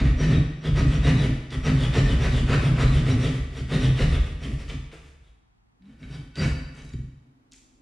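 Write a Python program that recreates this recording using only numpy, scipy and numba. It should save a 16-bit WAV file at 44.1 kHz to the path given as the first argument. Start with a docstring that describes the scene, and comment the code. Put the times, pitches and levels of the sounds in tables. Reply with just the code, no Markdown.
"""A hand saw jabs back and forth through a plasterboard wall, close by in a bare room.
Each tooth shakes the hollow wall; gypsum grit crunches and rings the blade. The cut piece then
slips, tips back with a thud and ticks under a hand. The room rings on for most of a second
over faint air noise and hum."""
import sys
import numpy as np
from scipy import signal
from scipy.fft import rfft, irfft
from scipy.io import wavfile
from scipy.ndimage import uniform_filter1d
from numba import njit

SR = 44100
rng = np.random.default_rng(int(sys.argv[2]) if len(sys.argv) > 2 else 0)


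def output_pcm(signal):
    """Save a mono or channel-first signal as 16-bit PCM at the path in sys.argv[1].

    Samples are clipped to [-1, 1] before scaling.
    """
    pcm = np.clip(np.atleast_2d(signal).T, -1, 1) * 32767
    wavfile.write(sys.argv[1], SR, np.round(pcm).astype(np.int16))


N = 344421

# saw strokes (peak time [s], push 1 or pull -1, rise [s], grit [dB], wall [dB], nominal tooth rate [Hz],
# deep wall [dB re grit], board face [dB re grit], whistle [dB re grit]); levels are relative drives
STROKES = [(0.0, 1, 0.057, -35, -14.5, 130.1, 17.6, 5.2, -3),
           (0.071, -1, 0.067, -40, -22.5, 129.9, 6.2, 3.5, -10),
           (0.235, 1, 0.055, -34.5, -15, 153.2, 11.3, 2.5, -9),
           (0.337, -1, 0.067, -36.5, -15.5, 168.6, 9.6, 5, -4.5),
           (0.667, -1, 0.034, -38.5, -20.5, 169.4, 20, 4.44, 0),
           (0.788, 1, 0.036, -32.5, -16, 166.7, 10.7, 3.92, -6.5),
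           (0.944, -1, 0.068, -38.0, -23.5, 157.2, 15.6, 2.6, -5),
           (1.083, 1, 0.051, -30, -13.5, 151.5, 5.84, 4.05, -8.5),
           (1.237, -1, 0.079, -36, -17.5, 151.8, 10.2, 4.6, -3),
           (1.535, -1, 0.024, -42.5, -26.5, 143.6, 17.3, 2.4, -2.5),
           (1.675, 1, 0.035, -32, -15.5, 174.5, 8.5, 3.65, -6.5),
           (1.84, -1, 0.07, -35, -19, 147.2, 11.2, 3.9, -1),
           (1.971, 1, 0.04, -29.5, -15, 166.3, 10.4, 4.1, -7.5),
           (2.12, -1, 0.078, -37.5, -18.5, 140.0, 17, 3.79, 2.5),
           (2.25, 1, 0.052, -32, -20.5, 156.9, 11.6, 3.28, -5.5),
           (2.379, -1, 0.079, -36, -20.0, 139.2, 13.7, 1.3, -2.5),
           (2.534, 1, 0.055, -29, -16, 144.8, 9.36, 1.62, -9),
           (2.663, -1, 0.075, -36.5, -18, 137.4, 9.4, 3.28, -1.5),
           (2.824, 1, 0.056, -30.5, -18.5, 148.4, 12, 4.28, -5.5),
           (2.974, -1, 0.074, -37.5, -19.5, 146.1, 12.1, 2.6, 0.5),
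           (3.097, 1, 0.046, -33.5, -15, 141.0, 10.5, 5.22, -7),
           (3.258, -1, 0.075, -35.5, -19.5, 146.2, 6, 4.3, 0),
           (3.36, 1, 0.048, -45, -31.5, 140.3, 17.5, 4.5, -10.5),
           (3.582, -1, 0.054, -44.5, -28.5, 149.2, 13.9, 2.75, -2.5),
           (3.742, 1, 0.045, -32.5, -16.5, 159.6, 11.3, 3.6, -2.5),
           (3.851, -1, 0.061, -36, -18, 135.6, 13.8, 3.9, 1.5),
           (4.015, 1, 0.05, -30.5, -19.5, 141, 14.1, 3.5, -4.5),
           (4.151, -1, 0.078, -39.5, -29, 146.1, 14.7, 2.83, 1.5),
           (4.267, 1, 0.056, -52, -32, 151.4, 17, 2.28, -9),
           (4.451, -1, 0.04, -43.5, -26.5, 141.5, 15.5, 2.9, -5.5),
           (4.53, 1, 0.041, -53.5, -36.5, 139.3, 16.5, 2.9, -8.5),
           (4.614, 1, 0.04, -49, -39.5, 128.8, 16.4, 2.44, -4.5),
           (4.702, -1, 0.021, -45.5, -31.5, 175.8, 12.4, 2.8, -3.5),
           (4.93, -1, 0.012, -50.5, -51.5, 133.2, 6.3, 3.0, -5),
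           (5.07, -1, 0.06, -61, -65.5, 133, 10.5, 1.3, -6),
           (5.272, -1, 0.058, -71.5, -67.5, 134.7, 12, 1.9, 7.5),
           (5.877, 1, 0.05, -74.5, -53, 198.3, 20, 3.66, 1.5),
           (5.926, -1, 0.071, -70.5, -75, 200.5, 13, 2.8, -1.5),
           (6.035, 1, 0.051, -61, -37.5, 182.6, 19, 2.4, -9),
           (6.146, -1, 0.067, -53.5, -36.5, 158.1, 8.3, 2.6, 2),
           (6.375, 1, 0.018, -43, -19.5, 158, 13.7, 3.2, -11.5),
           (6.43, 1, 0.044, -35, -21.5, 140.8, 13, 3.75, -7),
           (6.785, -1, 0.05, -54.5, -41.5, 178.2, 14.7, 2.8, -13),
           (6.893, 1, 0.064, -64.5, -55, 160, 15, 2.67, -7)]
# snaps and ticks (time [s], peak [dB], centre [Hz], crumble time [s])
SNAPS = [(1.505, -36, 3475, 0.028), (1.939, -26, 2942, .003), (4.436, -35, 3029, .01),
         (4.681, -41, 3092, .02), (4.688, -42, 5400, 0.016), (4.698, -29, 2900, 0.018),
         (4.916, -41.5, 2308, 0.012), (5.822, -58.5, 3144, 0.0063), (5.856, -60, 3290, .006),
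         (6.029, -41, 2400, 0.014), (6.356, -35, 4010, 0.013), (6.751, -47, 5635, 0.0055),
         (6.77, -50, 7500, 0.016), (6.788, -50, 6100, .006), (6.82, -47, 6200, .008),
         (6.85, -46, 6990, .015), (6.892, -46, 6480, 0.0035), (6.929, -55, 4500, .004),
         (6.936, -43.5, 2660, .005), (6.935, -46, 8000, .003), (7.515, -53, 5240, .004),
         (7.5198, -40.5, 5200, .006), (7.527, -48, 2480, .004), (7.5331, -38.5, 6050, 0.01),
         (7.539, -47, 2500, .009), (7.561, -47, 7300, .006), (7.585, -56, 6500, .02),
         (7.62, -56.5, 6000, 0.018), (7.655, -62, 6050, .02)]
# spells of blade song (centre time [s], pitch [Hz], level [dB], half length [s])
SQUEAKS = [(0.194, 5680, -55, 0.02), (0.221, 5750, -46, 0.026), (0.235, 1900, -43, 0.015),
           (0.244, 2920, -47, 0.015), (0.36, 3800, -45, 0.03), (0.537, 1890, -53, 0.011),
           (0.627, 5740, -65, 0.027), (0.668, 3300, -46, 0.02), (0.675, 4900, -51, 0.015),
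           (0.795, 5680, -48, 0.022), (0.819, 1920, -42, 0.023), (0.871, 8000, -64, 0.027),
           (0.964, 5690, -54, 0.02), (1.036, 5760, -56, 0.022), (1.062, 3780, -42, 0.027),
           (1.077, 5750, -48, 0.026), (1.193, 5700, -50, 0.016), (1.202, 3870, -43, 0.033),
           (1.245, 3200, -46, 0.013), (1.527, 5690, -61, 0.022), (1.535, 4830, -55, 0.019),
           (1.54, 3400, -50, 0.015), (1.643, 5690, -58, 0.022), (1.672, 5760, -47, 0.022),
           (1.68, 1950, -42, 0.02), (1.791, 3770, -48, 0.019), (1.82, 3550, -44, 0.02),
           (1.84, 8770, -58, 0.023), (1.843, 3300, -40, 0.017), (1.94, 3600, -41, 0.006),
           (1.959, 5740, -50, 0.02), (1.975, 3700, -42, 0.012), (2.05, 1800, -42, 0.035),
           (2.124, 3000, -40, 0.015), (2.128, 8860, -57, 0.02), (2.232, 5750, -47, 0.023),
           (2.25, 1900, -42, 0.02), (2.345, 3870, -46, 0.019), (2.374, 8790, -55, 0.017),
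           (2.421, 8870, -63, 0.029), (2.667, 8800, -57, 0.036), (2.821, 5700, -48, 0.017),
           (2.891, 4030, -47, 0.038), (2.949, 8780, -56, 0.013), (3.117, 3940, -43, 0.02),
           (3.123, 5670, -49, 0.019), (3.207, 8690, -61, 0.024), (3.23, 6630, -58, 0.026),
           (3.233, 5690, -50, 0.026), (3.239, 8850, -57, 0.023), (3.27, 4550, -52, 0.012),
           (3.573, 5680, -61, 0.024), (3.579, 8700, -64, 0.013), (3.834, 5700, -51, 0.035),
           (3.837, 8690, -56, 0.019), (3.85, 3200, -44, 0.015), (3.85, 4900, -52, 0.015),
           (4.081, 5230, -57, 0.038), (4.139, 8690, -59, 0.023), (4.319, 8700, -66, 0.01),
           (4.441, 5670, -57, 0.023), (4.45, 3150, -48, 0.01), (4.609, 8710, -68, 0.026),
           (4.612, 5600, -60, 0.02), (4.7, 3090, -50, 0.012), (4.702, 2300, -52, 0.008),
           (4.728, 5860, -62, 0.032), (6.008, 5600, -66, 0.009), (6.043, 1560, -59, 0.013),
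           (6.139, 5600, -60, 0.022), (6.147, 4700, -56, 0.02), (6.22, 4700, -65, 0.011),
           (6.368, 2660, -58, 0.019), (6.4, 1500, -45, 0.03), (6.4, 4700, -40, 0.022),
           (6.42, 1950, -42, 0.03), (6.426, 5600, -46, 0.02), (6.487, 4700, -49, 0.011),
           (6.571, 4700, -54, 0.035), (6.66, 4700, -61, 0.05), (6.803, 3890, -64, 0.022),
           (6.812, 6130, -67, 0.036), (6.896, 3890, -64, 0.027), (6.934, 6990, -62, 0.009),
           (6.937, 4700, -66, 0.014), (6.946, 2320, -57, 0.011)]
# bumps on the board (time [s], peak [dB], contact time [s])
KNOCKS = [(.2, -16, 0.0026), (.33, -18.5, .0025), (.645, -24, 0.0028), (.77, -21.5, 0.0026),
          (1.05, -16.5, 0.0024), (1.516, -27, .003), (1.664, -15.5, .0025), (1.958, -17.5, 0.0019),
          (2.225, -22.5, 0.0026), (2.496, -17, .0025), (2.628, -13.5, 0.0029), (2.83, -18, 0.0022),
          (3.091, -23.5, .0025), (3.715, -20, .0025), (4.0, -20, .0025), (5.2, -44.5, 0.012),
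          (5.28, -48, .012), (6.03, -37.5, .0036), (6.937, -21, .0039), (6.968, -33, 0.0061),
          (6.985, -22.5, .0044)]
# resonances (frequency [Hz], width [Hz], gain [dB])
WALL_MODES = [(94.3, 22, -5.5), (116.1, 19.7, -1), (130.8, 13.9, 3.5), (159.8, 22.4, -5), (191.5, 36, -11),
              (265.5, 50.2, -8.5)]
DEEP_WALL_MODES = [(30.3, 12, -6), (50.7, 13.8, 3.5), (72.5, 10.3, 1)]
FACE_MODES = [(287, 46, -4.5), (369.6, 31.3, -7), (447.7, 42.4, -6), (527, 39, -9.5), (678, 63, -13)]  # board near the cut
BLADE_MODES = [(1270, 60, 7), (1500, 41, 5.5), (1790, 110, 8), (1915, 80, 12), (2495, 40, 7), (2740, 50, 8),
               (2940, 130, 5)]  # blade in the cut
BRIGHT_BLADE_MODES = [(4840, 200, 3), (5700, 90, 10), (6520, 150, -3), (7050, 90, -2), (8760, 120, 1)]
FREE_BLADE_MODES = [(1510, 34, 2), (1767, 58, 1), (1918.6, 45.8, 0), (2253, 31.7, 5), (2600, 36, -8.5),
                    (3094, 38, 2.5), (3897, 73.7, 3), (4697, 25, 4), (5600, 45, -4)]  # blade out of the cut
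RASP_BANDS = [(1404, 970, 1.5), (2380, 930, -7.5), (3080, 600, -4), (3980, 420, -4.5)]  # broad peaks of the crunch
BRIGHT_RASP_BANDS = [(4900, 680, 0.0073), (6610, 790, 0), (7200, 580, 0.0095), (9200, 1500, 0.003)]
# filter curves (frequency [Hz], gain [dB])
GRIT_CURVE = [(290, -30), (500, 0), (823, -7), (1300, -7), (1860, -8), (2800, -7), (4000, -23.5),
              (4300, -19), (5590, -23.5), (6040, -26), (8840, -27.5), (10300, -31), (11000, -39),
              (14500, -45.5), (22000, -110)]
AIR_CURVE = [(18, -35.5), (30, 7), (63, 0.5), (81, -21.5), (118, -9), (140, -9.5), (275, -16), (566, -32),
             (762, -21.5), (11500, -51.5), (14900, -78.5), (22000, -120)]
SIDE_CURVE = [(40, -19), (125, -61.5), (250, -34.5), (500, -8), (1000, -0.5), (2000, -2), (4000, -7.5),
              (8000, 4.5), (14000, 4)]  # stereo side of the reverb
# room hum (frequency [Hz], rms level [dB])
HUM_TONES = [(53.8, -82), (107.7, -73.5)]

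LOOSE_S, OPEN_S = 4.9, 5.72  # piece cut free, hole opens
BLADE_OUT_S, BLADE_STILL_S = 5.6, 7.3
FALL_S, WALL_LAG_S, DEEP_LAG_S = .037, .008, .027
BOARD_TOP_HZ, CRUNCH_SPLIT_HZ = 820, 4300
SLOT_HZ, SLOT_GLIDE_HZ, SLOT_WIDTH_HZ = 3583, 333, 600
GRIP_DB_PER_S = -1  # less blade ring as the cut nears its end
ROCK_GAP_S, ROCK_STEP_DB = .04, -5
CAVITY_T60_S, ROOM_T60_S, ROOM_DAMPING = .56, 1, .063


def saw():
    """Teeth catch unevenly; gypsum grains break most at each bite. Returns crunch, wall, cavity."""
    grit, bright, wall, deep, face, whistle, tooth_hz, slot_hz = stroke_envelopes()
    waver = uniform_filter1d(rng.standard_normal(N), 400)
    teeth_passed = np.cumsum(tooth_hz * np.clip(1 + .2 * waver / waver.std(), .2, 2)) / SR
    catches = np.diff(np.floor(teeth_passed), prepend=0) * undb(3.7 * rng.standard_normal(N))
    force = level(catches, 0) + level(rng.standard_normal(N), -1.2)
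    grains = rng.standard_normal(N) * undb(2.3 * np.minimum(rng.exponential(size=N), 6.5))
    grains = level(grains * (.5 + np.exp(-(teeth_passed % 1) / 1.5)), 0)
    crunch = gypsum_crunch(grains, grit, bright)
    crunch += level(slot_whistle(grains * whistle, slot_hz), -12.5) * np.std(crunch)
    crunch *= undb(-6.5) / np.std(colour(grains[:2 * SR], GRIT_CURVE))
    return crunch, wall_shake(force, wall, deep, face), cavity(grit, wall)


def stroke_envelopes():
    """Each stroke swells and fades. Returns six drive amplitudes, tooth rate and whistle pitch."""
    t = np.arange(0, N + 64, 64) / SR
    power, tooth_hz, slide = np.full((6, len(t)), 1e-14), np.zeros(len(t)), np.zeros(len(t))
    for peak_s, way, rise_s, grit_db, wall_db, rate_hz, deep_db, face_db, whistle_db in STROKES:
        from_peak = (t - peak_s) / np.where(t < peak_s, rise_s, FALL_S)
        bite = undb(-10 * from_peak ** 2) ** 2
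        lagged = np.interp(t - WALL_LAG_S, t, from_peak)
        shove = undb(np.where(lagged < 0, -8., -1.5) * lagged ** 2) ** 2  # wall outlasts the crunch
        deep_shove = np.interp(t - DEEP_LAG_S, t, shove ** np.where(lagged < 0, 1, .36))  # slower decay
        # light strokes are brighter, the first few duller
        bright_db = 1 - .46 * max(grit_db + 35, -20) - 9.5 * np.exp(-peak_s / .71)
        whistle = bite ** 2 * undb(grit_db + whistle_db) ** 2
        power += [bite * undb(grit_db) ** 2,
                  bite * undb(grit_db + bright_db) ** 2,
                  shove * undb(wall_db) ** 2,
                  deep_shove * undb(grit_db + deep_db) ** 2,
                  bite * undb(grit_db + face_db) ** 2,
                  whistle]
        slide += whistle * way * np.clip(from_peak + .5, -1, 1)  # climbs on a push, sinks on a pull
        tooth_hz = np.maximum(tooth_hz, rate_hz * (.7 + .35 * shove) * (shove > 1e-3))
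    slot_hz = SLOT_HZ + SLOT_GLIDE_HZ * slide / power[-1]
    return [np.interp(np.arange(N) / SR, t, curve) for curve in (*np.sqrt(power), tooth_hz, slot_hz)]


def gypsum_crunch(grains, grit, bright):
    """Grit crunches in a low and a high band and rings the blade while the cut grips it."""
    out, loose = 0, int(LOOSE_S * SR)
    blade_drive = (grains * grit)[:loose] * undb(GRIP_DB_PER_S * np.arange(loose) / SR)
    bands = ((grit, "low", BLADE_MODES, -6, RASP_BANDS),
             (bright, "high", BRIGHT_BLADE_MODES, -7, BRIGHT_RASP_BANDS))
    for envelope, kind, modes, blade_db, rasp in bands:
        crunch = split(colour(grains * envelope, GRIT_CURVE), CRUNCH_SPLIT_HZ, kind)
        crunch += undb(-7) * shifting_ring(crunch, rasp, spread_db=6)
        # modes come and go as the blade's free length changes
        steel = dull(np.r_[shifting_ring(blade_drive, modes, spread_db=4), np.zeros(N - loose)])
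        out = crunch - out + level(steel, blade_db) * np.std(crunch)  # opposite signs: no crossover gap
    return out


def slot_whistle(grains, slot_hz):
    """The gap of the cut whistles as the blade slides: two gliding band-passes."""
    return sweep(sweep(grains, slot_hz, SLOT_WIDTH_HZ), slot_hz, 2 * SLOT_WIDTH_HZ)


def wall_shake(force, wall, deep, face):
    """Tooth force drives three sets of modes; the board does not follow quick pushes."""
    push = split(force, BOARD_TOP_HZ, "low")
    body = sum(ring(push * envelope, modes) / np.std(ring(push[:int(LOOSE_S * SR)], modes))
               for envelope, modes in ((wall, WALL_MODES), (deep, DEEP_WALL_MODES), (face, FACE_MODES)))
    return undb(-2.5) * split(body, BOARD_TOP_HZ, "low")


def knocks():
    """The catching blade jolts the board; later the loose piece bumps, then rocks five times."""
    out = np.zeros(N)
    last_s, last_db, last_contact_s = KNOCKS[-1]
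    gaps_s = ROCK_GAP_S * (1 + .266 * rng.uniform(-1.08, 1, size=5))
    rebounds = [(last_s + delay_s, last_db + ROCK_STEP_DB * (k + 1), last_contact_s)
                for k, delay_s in enumerate(np.cumsum(gaps_s))]
    for time_s, peak_db, contact_s in KNOCKS + rebounds:
        push = np.r_[np.hanning(int(contact_s * SR) + 3), np.zeros(6000)]
        thud = ring(push, WALL_MODES + FACE_MODES[1:]) + undb(-3.5) * ring(push, DEEP_WALL_MODES)
        i = int(time_s * SR)
        out[i:i + len(thud)] += undb(peak_db) * thud / np.abs(thud).max()
    return out


def blade_squeaks():
    """Short spells in which one noise-driven blade mode sings unevenly."""
    out, reach = np.zeros(N), 6000
    t = np.arange(-reach, reach) / SR
    for time_s, hz, db, half_s in SQUEAKS:
        mode = [(hz, .035 * hz, 0)]
        tone = ring(ring(rng.standard_normal(len(t)), mode), mode)
        i = int(time_s * SR)
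        out[i - reach:i + reach] += level(tone, db) * undb(-6 * (t / half_s) ** 2)
    return dull(out)


def snaps():
    """Snaps and ticks: band-passed noise with a sharp start and a crumbling tail."""
    out = np.zeros(N)
    t = np.arange(2000) / SR
    for time_s, peak_db, hz, crumble_s in SNAPS:
        band = signal.iirpeak(hz, Q=1.3, fs=SR)
        burst = rng.standard_normal(len(t)) * (np.exp(-t / .00085) + .5 * np.exp(-t / crumble_s))
        burst = signal.lfilter(*band, signal.lfilter(*band, burst))
        i = int(time_s * SR)
        out[i:i + len(t)] += undb(peak_db) * burst / np.abs(burst).max()
    return split(out, 9000, "low")


def free_blade(touches):
    """Out of the cut, the blade rings at every touch; the crumbling loses its top treble."""
    steel = dull(shifting_ring(touches, FREE_BLADE_MODES, spread_db=2))
    return split(touches, 11500, "low", order=5) + undb(4) * steel


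def cavity(grit, wall):
    """With the piece loose, the space behind the wall answers in two bands; the open hole hums."""
    t = np.arange(N) / SR
    decay = undb(-60 / (CAVITY_T60_S * SR)) ** 2

    def linger(envelope):
        return np.sqrt(signal.lfilter([1 - decay], [1, -decay], envelope ** 2 * (t > LOOSE_S)))

    low, high = (ring(rng.standard_normal(N), [mode]) for mode in ((262, 19, 0), (700, 3100, 0)))
    hum = undb(-63) * np.clip((t - OPEN_S) / .14, 0, 1)
    return level(low, 0) * (undb(-17) * linger(wall) + hum) + level(dull(high), -4.5) * linger(grit)


def creak(start_s=5.8, length_s=.1676, from_hz=180, to_hz=231.2):
    """A faint low creak slides upward in pitch."""
    progress = np.clip((np.arange(N) / SR - start_s) / length_s, 0, 1)
    hz = from_hz + (to_hz - from_hz) * progress
    envelope = np.abs(np.sin(np.pi * progress)) ** .5 * (progress < 1)
    return undb(-48) * envelope * np.sin(2 * np.pi * np.cumsum(hz) / SR)


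def room_reverb(send, body):
    """Stereo echo of the bare room, plus a little bass reflected from one side."""
    lags = np.array([701, 887, 1093, 1319, 1567, 1831, 2113, 2417])
    left, right = delay_network(send, lags, undb(-60 * lags / SR / ROOM_T60_S), ROOM_DAMPING)
    side = colour((left - right) / 2, SIDE_CURVE) + undb(-39) * np.roll(body, int(.004 * SR))
    return (left + right) / 2 + side * np.array([[1], [-1]])


@njit
def delay_network(x, lags, gain, damping):
    """Eight delay lines feed each other, duller on every round."""
    lines, damped, out = np.zeros((8, 4096)), np.zeros(8), np.zeros((2, len(x)))
    for i in range(len(x)):
        total = 0.
        for k in range(8):
            damped[k] += (1 - damping) * (gain[k] * lines[k, (i - lags[k]) & 4095] - damped[k])
            total += damped[k]
            out[k % 2, i] += damped[k] * (1 - (k & 2))
        for k in range(8):
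            lines[k, i & 4095] = x[i] + 1e-18 + damped[k] - total / 4
    return out


def room_tone():
    """Faint air noise, wide above the bass, and a low hum."""
    mid, side = (colour(rng.standard_normal(N), AIR_CURVE) for _ in range(2))
    side = undb(6.5) * split(side, 250, "high")
    air = level(mid + side * np.array([[1], [-1]]), -64)
    t = np.arange(N) / SR
    return air + sum(np.sqrt(2) * undb(db) * np.sin(2 * np.pi * hz * t) for hz, db in HUM_TONES)


def undb(db):
    """Decibels to gain."""
    return 10 ** (np.asarray(db) / 20)


def level(x, db):
    """Scale to an rms level."""
    return x * undb(db) / np.sqrt(np.mean(x ** 2))


def colour(x, curve):
    """Minimum-phase filter through (frequency [Hz], gain [dB]) points."""
    hz, db = np.transpose(curve)
    grid_hz = np.arange(1025) * SR / 2048 + 1
    cepstrum = irfft(np.log(undb(np.interp(np.log(grid_hz), np.log(hz), db))))
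    cepstrum[1:1024] *= 2
    cepstrum[1025:] = 0
    return signal.fftconvolve(x, irfft(np.exp(rfft(cepstrum))))[:N]


def ring(x, modes):
    """Resonator bank of alternating sign."""
    return sum((-1) ** k * undb(db) * signal.lfilter(*signal.iirpeak(hz, hz / width_hz, SR), x)
               for k, (hz, width_hz, db) in enumerate(modes))


def shifting_ring(x, modes, spread_db):
    """Resonators whose drive levels wander independently."""
    knots = np.arange(0, len(x) + 4000, 4000)
    wander_db = spread_db * rng.standard_normal((len(modes), len(knots)))
    return sum(ring(x * undb(np.interp(np.arange(len(x)), knots, db)), [mode])
               for mode, db in zip(modes, wander_db))


def split(x, hz, kind, order=2):
    """Butterworth low- or high-pass."""
    return signal.sosfilt(signal.butter(order, hz, kind, fs=SR, output="sos"), x)


def dull(x):
    """Steep treble loss for ringing parts."""
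    return split(x, 9040, "low", order=6)


@njit
def sweep(x, hz, width_hz):
    """State-variable band-pass with a moving centre."""
    out, band_state, low_state = np.empty(len(x)), 0., 0.
    for i in range(len(x)):
        g, damping = np.tan(np.pi * hz[i] / SR), width_hz / hz[i]
        band = (band_state + g * (x[i] - low_state)) / (1 + g * (g + damping))
        band_state = 2 * band - band_state
        low_state += 2 * g * band
        out[i] = damping * band
    return out


def scene():
    """Saw, snaps and knocks in the centre, the room around them."""
    crunch, body, hollow = saw()
    song = blade_squeaks()
    crunch += snaps()
    body += knocks() + creak()
    out_of_cut = slice(int(BLADE_OUT_S * SR), int(BLADE_STILL_S * SR))
    crunch[out_of_cut] = free_blade(crunch[out_of_cut])
    send = undb(-6.5) * crunch + undb(-12) * song + undb(-11.5) * split(body, 140, "high")
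    return crunch + song + body + hollow + room_reverb(send, body) + room_tone()


def record(dry, top_hz=14900):
    """Steep low-pass on the mix."""
    return signal.sosfilt(signal.ellip(8, .2, 70, top_hz, fs=SR, output="sos"), dry)


dry = scene()
out = record(dry)
output_pcm(out)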